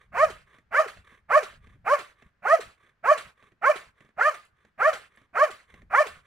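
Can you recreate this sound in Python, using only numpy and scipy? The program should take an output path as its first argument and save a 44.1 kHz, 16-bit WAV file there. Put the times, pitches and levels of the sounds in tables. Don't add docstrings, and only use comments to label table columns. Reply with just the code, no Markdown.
import sys
import numpy as np
from scipy import signal
from scipy.fft import rfft, irfft, next_fast_len
from scipy.io import wavfile
from scipy.ndimage import uniform_filter1d

SR = 44100
rng = np.random.default_rng(int(sys.argv[2]) if len(sys.argv) > 2 else 0)


def transcribe(signal):
    frames = np.atleast_2d(signal).T
    limited = np.clip(frames, -1, 1)
    pcm = np.round(limited * 32767).astype(np.int16)
    wavfile.write(sys.argv[1], SR, pcm)


N = 276066

# (frequency [Hz], relative density [dB])
HISS_COLOUR = [(1760, -28.5), (3000, -1), (3190, -6.5), (3440, -15.5), (3670, -15.5), (4360, -9.5),
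               (4730, -11.5), (6030, -11), (6550, -13), (8880, -19), (9650, -17), (10400, -22.5),
               (13900, -28.5), (15600, -27.5)]
OPPOSED = np.array([[1], [-1]])


def gain_of(db):
    return 10 ** (np.asarray(db) / 20)


def evened(x):
    return x / np.sqrt(np.mean(x ** 2) + 1e-20)


def read(points, hz, axis=1):
    table = np.array(points)
    return np.interp(np.log(hz + 1), np.log(table[:, 0] + 1), table[:, axis])


def add(mix, start_s, sound):
    at = round(start_s * SR)
    sound = sound[..., max(-at, 0):]
    part = mix[..., max(at, 0):][..., :sound.shape[-1]]
    part += sound[..., :part.shape[-1]]


def noise(colour, size):
    n = next_fast_len(size)
    spectrum = rfft(rng.standard_normal(n))
    shaped = spectrum * gain_of(read(colour, np.fft.rfftfreq(n, 1 / SR)))
    return evened(irfft(shaped, n)[:size])


def flutter(hz, size):
    return noise([(hz / 2, 0), (hz, -3), (2 * hz, -20), (10 * hz, -90)], size)


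def field(level_db=-77.5, apart=.6):
    # (frequency [Hz], relative density [dB])
    colour = [(59, -33), (100, -3), (846, -10.5), (1700, -5), (2760, -17), (15600, -44.5)]
    return gain_of(level_db) * (noise(colour, N) + apart * OPPOSED * noise(colour, N))


def wind(breeze_db=-78, apart=.2):
    # (time [s], level [dB], half length to 1/e of power [s])
    gusts_and_thumps = [(0.14, -50.5, 0.012), (0.256, -52.5, .1), (0.91, -70, 1), (0.993, -51, 0.018),
                        (1.691, -56.5, .14), (2.262, -56.5, 0.0094), (2.675, -58.5, 0.019),
                        (3.264, -54, .015), (3.89, -63, 0.017), (4.539, -67.5, 0.011), (5.049, -77, .2),
                        (5.834, -57, .08), (6.157, -60.5, 0.048)]
    # (frequency [Hz], relative density [dB])
    colour = [(15, -6), (30, -3.5), (65, 1), (120, -4), (200, -9), (300, -30), (800, -48.5), (3000, -61.5)]
    t = np.arange(N) / SR
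    power = gain_of(breeze_db) ** 2
    for s, db, half_s in gusts_and_thumps:
        power = power + gain_of(db) ** 2 * np.exp(-((t - s) / half_s) ** 2)
    return np.sqrt(power) * (noise(colour, N) + apart * OPPOSED * noise(colour, N))


def forest(x):
    # (delay [s], level [dB], smear [s])
    echoes = [(0.107, -32.5, 0.01), (0.291, -56.5, .06)]
    t = np.arange(SR) / SR
    colour = [(300, -7), (600, -7.0), (1200, 6.5), (2200, 1.5), (10000, -12.5)]  # Hz, dB
    returns = np.zeros((2, SR))
    for delay_s, db, smear_s in echoes:
        echo = np.array([noise(colour, SR), noise(colour, SR)]) * np.exp(-abs(t - delay_s) / smear_s)
        returns += gain_of(db) * echo / np.sqrt(np.mean(abs(rfft(echo))[:, 500:2000] ** 2))
    return signal.fftconvolve(x[None], returns, axes=1)[:, :N]


def scatter(x, build_s=0.013, longest_t60_s=1 / 4):
    # (frequency [Hz], level [dB], decay time before the cap [s])
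    returns = [(150, -18, 0.067), (600, -18.5, 1), (1250, -7, 0.051), (2292, -3, 0.1), (4500, -3.5, 0.018),
               (15000, 1.5, 0.18)]
    hz, t, z = signal.stft(rng.standard_normal((2, SR // 2)), SR, nperseg=256)
    t60 = np.minimum(read(returns, hz, axis=2), longest_t60_s)[:, None]
    level_db = read(returns, hz)[:, None] - 60 * t / t60
    z *= gain_of(level_db) * np.sqrt(2 * np.log(1000) / (t60 * SR))
    tails = signal.istft(z * np.clip(t / build_s, 0, 1), SR, nperseg=256)[1]
    return signal.fftconvolve(x[None], tails, axes=1)[:, :N]


def ports(x):
    # (frequency [Hz], left minus right [dB])
    balance = [(60, -4), (92, -2), (140, -7), (210, 1.5), (330, 0), (500, 0), (770, -5), (1170, -3.5),
               (1790, -1.5), (2740, -10), (4190, 0.5), (6410, 4.5), (9810, 6.5), (15000, -6)]
    # (frequency [Hz], left leads by [rad])
    lead = [(100, 0), (600, -0.7), (1200, -0.64), (1800, -0.55), (2150, -.7), (2600, -0.83), (3500, -0.087),
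            (4600, 1.6), (6000, -1.4), (8000, 0), (11000, -1), (15000, 1)]
    hz = np.fft.rfftfreq(N, 1 / SR)
    left = gain_of(read(balance, hz) / 2) * np.exp(.5j * read(lead, hz))
    pair = np.array([left, 1 / left])
    return irfft(rfft(x) * pair / abs(pair.mean(0)), N)


def clink(s, peak_db, level_db=5.0):
    # (frequency [Hz], level [dB], decay time t60 [s])
    modes = [(7760, -7, 0.027), (8200, -6, 0.022), (10900, -4, .03)]
    t = np.arange(4096) / SR
    ring = sum(gain_of(db - 60 * t / t60) * np.sin(2 * np.pi * hz * t) for hz, db, t60 in modes)
    return s, gain_of(peak_db + level_db) * ring / abs(ring).max()


def paw(s, crunch_db, thud_db, crunch_trim_db=-4.5, thud_trim_db=4.5, crunch_s=0.0048, thud_s=0.018):
    # (frequency [Hz], relative density [dB])
    grass = [(200, -17), (600, 8.5), (1100, -10.5), (1800, 9), (2900, -6), (3600, -7), (5000, -20),
             (6500, -16), (10000, -26.5), (15000, -37)]
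    # (frequency [Hz], relative density [dB])
    turf = [(40, -9.5), (110, -3.5), (220, 0), (500, -12), (1200, -39.5), (4000, -69)]
    t = np.arange(12000) / SR
    crunch = gain_of(crunch_db + crunch_trim_db) * noise(grass, len(t)) * np.exp(-t / crunch_s)
    thud = gain_of(thud_db + thud_trim_db) * noise(turf, len(t)) * np.exp(-t / thud_s)
    return s, (crunch + thud) * (1 - np.exp(-t / 0.00091))


def pant(s, db, length_s=0.19, level_db=-1.5, flutter_db=3.0, skew=.85, sharpness=1.1):
    # (frequency [Hz], relative density [dB])
    colour = [(240, -34.5), (400, -4), (531, -11), (829, -20.5), (1170, 1.5), (1370, -13), (1620, -2.5),
              (2210, -6), (2770, -19.5), (3510, -12.5), (4800, -36.5), (6090, -27.5), (7610, -34.5),
              (8570, -28), (14000, -45)]
    t = np.arange(0, length_s, 1 / SR)
    swell = abs(np.sin(np.pi * (t / length_s) ** skew)) ** sharpness
    gain = gain_of(db + level_db + flutter_db * flutter(50, len(t)))
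    return s, swell * gain * noise(colour, len(t))


def shove(s, level_db=-57.5, attack_s=.004, decay_s=0.064):
    t = np.arange(12000) / SR
    colour = [(50, -14.5), (120, -4.5), (190, 1.5), (300, -10), (600, -32), (3000, -75)]  # Hz, dB
    envelope = np.exp(-t / decay_s) * (1 - np.exp(-t / attack_s))
    return s, gain_of(level_db) * noise(colour, len(t)) * envelope


def huff(s, db, length_s=.175, level_db=2.5, fall_db_per_s=115.5, dull_db_per_s=14.5,
         burst=2.5, burst_s=0.014, patchy_db=2.5, attack_s=0.0099, fade_s=.045):
    # (frequency [Hz], relative density [dB])
    colour = [(100, -13.5), (300, -15), (450, -8), (620, -5), (850, -11.5), (1300, -0.5), (2000, -3.5),
              (2800, -7.5), (4200, -12), (5500, -19.5), (9000, -19.5), (12000, -31.5), (15700, -37)]
    t = np.arange(0, length_s, 1 / SR)
    hz, frame_s, z = signal.stft(noise(colour, len(t)), SR, nperseg=256)
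    blur = np.outer(np.hanning(7), np.hanning(9))
    patches = evened(signal.fftconvolve(rng.standard_normal(z.shape), blur, "same"))
    dulling_db = dull_db_per_s * np.outer(np.log2(1 + hz / 3000), frame_s)
    air = signal.istft(z * gain_of(patchy_db * patches - dulling_db), nperseg=256)[1][:len(t)]
    fall = gain_of(db + level_db - fall_db_per_s * t) * (1 + burst * np.exp(-t / burst_s))
    ends = np.clip(t / attack_s, 0, 1) * np.clip((t[-1] - t) / fade_s, 0, 1)
    return s, air * fall * ends


def gesture(t, swell_s, release_s, top_hz, open_hz, half_hz, closing_s):
    scoop, scoop_bend = 0.43, 1.66
    drop, drop_bend = .383, 1.72
    upbend, upbend_s = 0.025, .012
    shut_hz, shut_s = 204, 0.058
    stage = np.where(t < 0, t / swell_s, t / release_s)
    sag = np.where(t < 0, scoop * abs(stage) ** scoop_bend, drop * abs(stage) ** drop_bend)
    bend = upbend * np.exp(-(t / upbend_s) ** 2)
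    pitch = top_hz * np.maximum(1 - sag + bend, .4)
    closing = open_hz + (half_hz - open_hz) * np.exp(-(t / closing_s) ** 2)
    shutting = shut_hz + (half_hz - shut_hz) * np.exp(-(t / shut_s) ** 2)
    return stage, pitch, np.where(t < 0, closing, shutting)


def bark(s, lead_s, swell_s, release_s, top_hz, effort_db, push_db, linger_db, bright_db,
         open_hz, half_hz, closing_s, start_db, rasp_db, hiss_db,
         jitter=.035, shimmer_db=8.0, flicker_db=2.23, half_beat=0.45, jaw_q=6.5,
         puff_depth=.27, rise_s=0.018, cycle_memory=0.59, fade_s=0.018, hiss_width=0.42, bloom_s=0.036):
    # (stage: -1 folds caught, 0 loudest, 1 release; effort [dB],
    # brightness [dB/octave], rasp [dB], hiss [dB], roughness of the folds [0-1])
    course = [(-1.084, -25.5, -15, -1, -56, 0.53), (-0.75, -13, -1, 2, -47.5, .35),
              (-0.24, -4.5, -0.5, -8.5, -45.5, 0.092), (0, -2.5, -7.5, 2.5, -43.5, .02),
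              (0.26, -7.5, 5, -2, -46.5, .1), (0.3, -23, 7, -4.5, -55, 0.21),
              (0.67, -29.5, 2, -9, -53.5, .5), (0.9, -38, -12, -15, -62, 0.42)]
    # (frequency [Hz], gain [dB])
    throat = [(300, -34), (380, -16), (470, -4), (620, 1), (780, 6), (950, -3), (1150, -2), (1450, 2.5),
              (1800, 6.5), (2300, 3.5), (2700, -12), (3200, -13), (4200, -20)]
    # (frequency [Hz], relative density [dB])
    rasp_colour = [(60, -34.5), (320, -36), (430, -18), (600, 3), (800, 0), (950, -9.5), (1250, 4),
                   (1800, -5.5), (2400, -8.5), (2750, -18), (3100, -31.5), (3500, -35), (6000, -41),
                   (12000, -44)]
    t = np.arange(-lead_s, release_s + fade_s, 1 / SR)
    n = len(t)
    stage, pitch, jaw = gesture(t, swell_s, release_s, top_hz, open_hz, half_hz, closing_s)
    stages, *columns = np.transpose(course)
    curves = [uniform_filter1d(np.interp(stage, stages, c), size=130) for c in columns]
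    effort, bright, rasp, hiss, rough = curves
    effort = effort + effort_db + push_db * np.clip(-stage, 0, 1) + linger_db * np.clip(stage / 0.28, 0, 1)
    caught = np.clip(1 + (t + swell_s) / rise_s, 0, 1) ** 2

    phase = 2 * np.pi * np.cumsum(pitch * (1 + jitter * rough * flutter(160, n))) / SR
    alternation = half_beat * rough * np.cos(phase / 2 + flutter(36, n))
    voice = np.zeros(n)
    for k in range(1, 8):
        hz = k * pitch
        jaw_gain = 1 / (1 - (hz / jaw) ** 2 + 1j * hz / jaw / jaw_q)
        octaves = np.log2(np.maximum(hz, 550) / 1000)
        shimmer = shimmer_db * rough * (flutter(73, n) - .5)
        flicker = flicker_db * np.log(k) * flutter(24, n)
        level_db = effort + read(throat, hz) + (bright + bright_db) * octaves + shimmer + flicker
        tone = (jaw_gain * np.exp(1j * k * phase)).real
        voice += caught * gain_of(level_db) * tone * (1 + (k > 1) * alternation)

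    rasp_gain = (1 - caught) * gain_of(start_db) + caught * gain_of(rasp + rasp_db)
    flow = np.clip((t + lead_s) / (lead_s - swell_s + bloom_s), 0, 1) ** 2
    puffs = evened(1 + puff_depth * np.cos(phase))
    hiss_gain = flow * puffs * gain_of(hiss + hiss_db + 0.85 * flutter(90, n))
    air = rasp_gain * noise(rasp_colour, n) + hiss_gain * noise(HISS_COLOUR, n)
    repeat = np.clip(cycle_memory, 0, 1) * caught
    repeated = sum(repeat ** k * np.interp(t - k / pitch, t, air, left=0) for k in range(3))
    air = repeated / np.sqrt(1 + repeat ** 2 + repeat ** 4)
    wide = hiss_width * hiss_gain * noise(HISS_COLOUR, n) * OPPOSED
    ends = np.clip((t + lead_s) / 0.033, 0, 1) * np.clip((t[-1] - t) / fade_s, 0, 1)
    return s - lead_s, (voice + air + wide) * ends


def scene(huff_width=0.43):
    # (loudest moment [s], air before it [s], voiced rise [s], release [s], arch top [Hz], effort [dB],
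    # extra push at the start [dB], the same in the release [dB], brightness [dB/octave],
    # jaw resonance wide open [Hz], the same at the loudest moment [Hz], time constant between them [s],
    # first air [dB], rasp [dB], hiss [dB], huff delay [s], huff before trim [dB], left minus right [dB])
    barks = [ (.238, .120, .083, 0.074, 624, -18.5, -2, 0, -0.5, 1230, 1001, .028, -40.5, -32, -0.5, 0.058, -50.5, 0.8),
             (0.804, .097, .076, .076, 622, -22, -4, 0.5, -1.2, 1466, 950, .013, -38.5, -29.5, 0.5, .07, -49.5, 0.8),
             (1.375, .092, .074, .07, 609.5, -18, -2, 0, 0.5, 1251, 853, 0.019, -42, -28.5, 1, .052, -46.5, 0.1),
             (1.937, .094, .073, .074, 581.2, -23, 1, 0, -4.5, 1212, 1033, .028, -36, -29, 0, .047, -47.5, 1),
             (2.54, .121, .086, 0.068, 650.2, -19.5, -1, -0.5, -2, 1299, 920, .011, -40, -32, 0, .062, -48, 0.34),
             (3.121, .095, .077, .076, 611.2, -20.5, 0, -1, -1.5, 1213, 850, .012, -48.5, -29, 0, .052, -45, 0.5),
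             (3.702, .090, .076, .072, 598.4, -20, -0.5, 0.5, 0.5, 1268, 860, 0.02, -37, -30.5, -0.5, 0.052, -47.5, -0.4),
             (4.281, .118, 0.093, .07, 614.7, -26, 6, 0.5, 0, 1367, 1184, .012, -43, -32.5, -0.5, 0.057, -52, 0.6),
             (4.883, .107, .083, 0.091, 624.7, -21, -2.3, -3, -1.5, 1358, 930, .027, -37, -29.5, -1.5, 0.045, -45, 1.2),
             (5.438, .109, .081, .068, 611.4, -20, -1.5, 2, -0.8, 1296, 930, 0.016, -41.5, -30.5, 0, 0.065, -50, 0.7),
             (6.01, .113, .078, .074, 604.6, -21, 4, 2.5, 2.5, 1226, 845, 0.019, -34.5, -31.5, 1.5, 0.053, -47, 1)]
    # (start [s], level before trim [dB])
    pants = [(-.11, -58.5), (.45, -61.5), (1.028, -57.5), (1.6, -62), (2.13, -64.5), (2.76, -64.5),
             (3.35, -61), (3.94, -63), (4.539, -69), (5.09, -61.5), (5.659, -59), (6.21, -65)]
    # (time [s], crunch before trim [dB], thud before trim [dB])
    paws = [(0.5414, -49.5, -66.5), (0.5838, -46, -66.5), (0.9712, -42, -66), (1.1176, -53, -62),
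            (1.6707, -47.5, -59), (1.7548, -66.5, -65.5), (2.2222, -43, -62), (2.8344, -56, -69.5),
            (2.8744, -56.5, -77.5), (3.4251, -47, -63), (3.4694, -59.5, -73.5), (3.5182, -53, -66),
            (4.0058, -45, -61), (4.0475, -50, -64), (4.0898, -55, -70), (4.649, -47, -64),
            (5.1723, -45, -65), (5.215, -50, -64), (5.7395, -39.5, -57), (5.8184, -47.5, -59.5)]
    # (time [s], peak before trim [dB])
    clinks = [(4.452, -60), (5.1605, -64)]
    dog, spread = np.zeros((2, N)), np.zeros(N)
    for s, *voice, huff_delay_s, huff_db, pan_db in barks:
        start_s, sound = bark(s, *voice)
        add(dog, start_s, sound * gain_of([[pan_db / 2], [-pan_db / 2]]))
        add(dog, *shove(start_s))
        add(dog, *huff(s + huff_delay_s, huff_db))
        add(spread, *huff(s + huff_delay_s, huff_db))
    for source, rows in ((pant, pants), (paw, paws), (clink, clinks)):
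        for row in rows:
            add(dog, *source(*row))
    middle = dog.mean(0)
    direct = ports(dog) + huff_width * np.array([spread, -spread])
    return direct + scatter(middle) + forest(middle) + wind() + field()


def record(dry, edge_hz=15800):
    lowpass = signal.firwin(511, edge_hz, window=("kaiser", 9), fs=SR)
    return signal.oaconvolve(dry, lowpass[None], "same")


dry = scene()
out = record(dry)
transcribe(out)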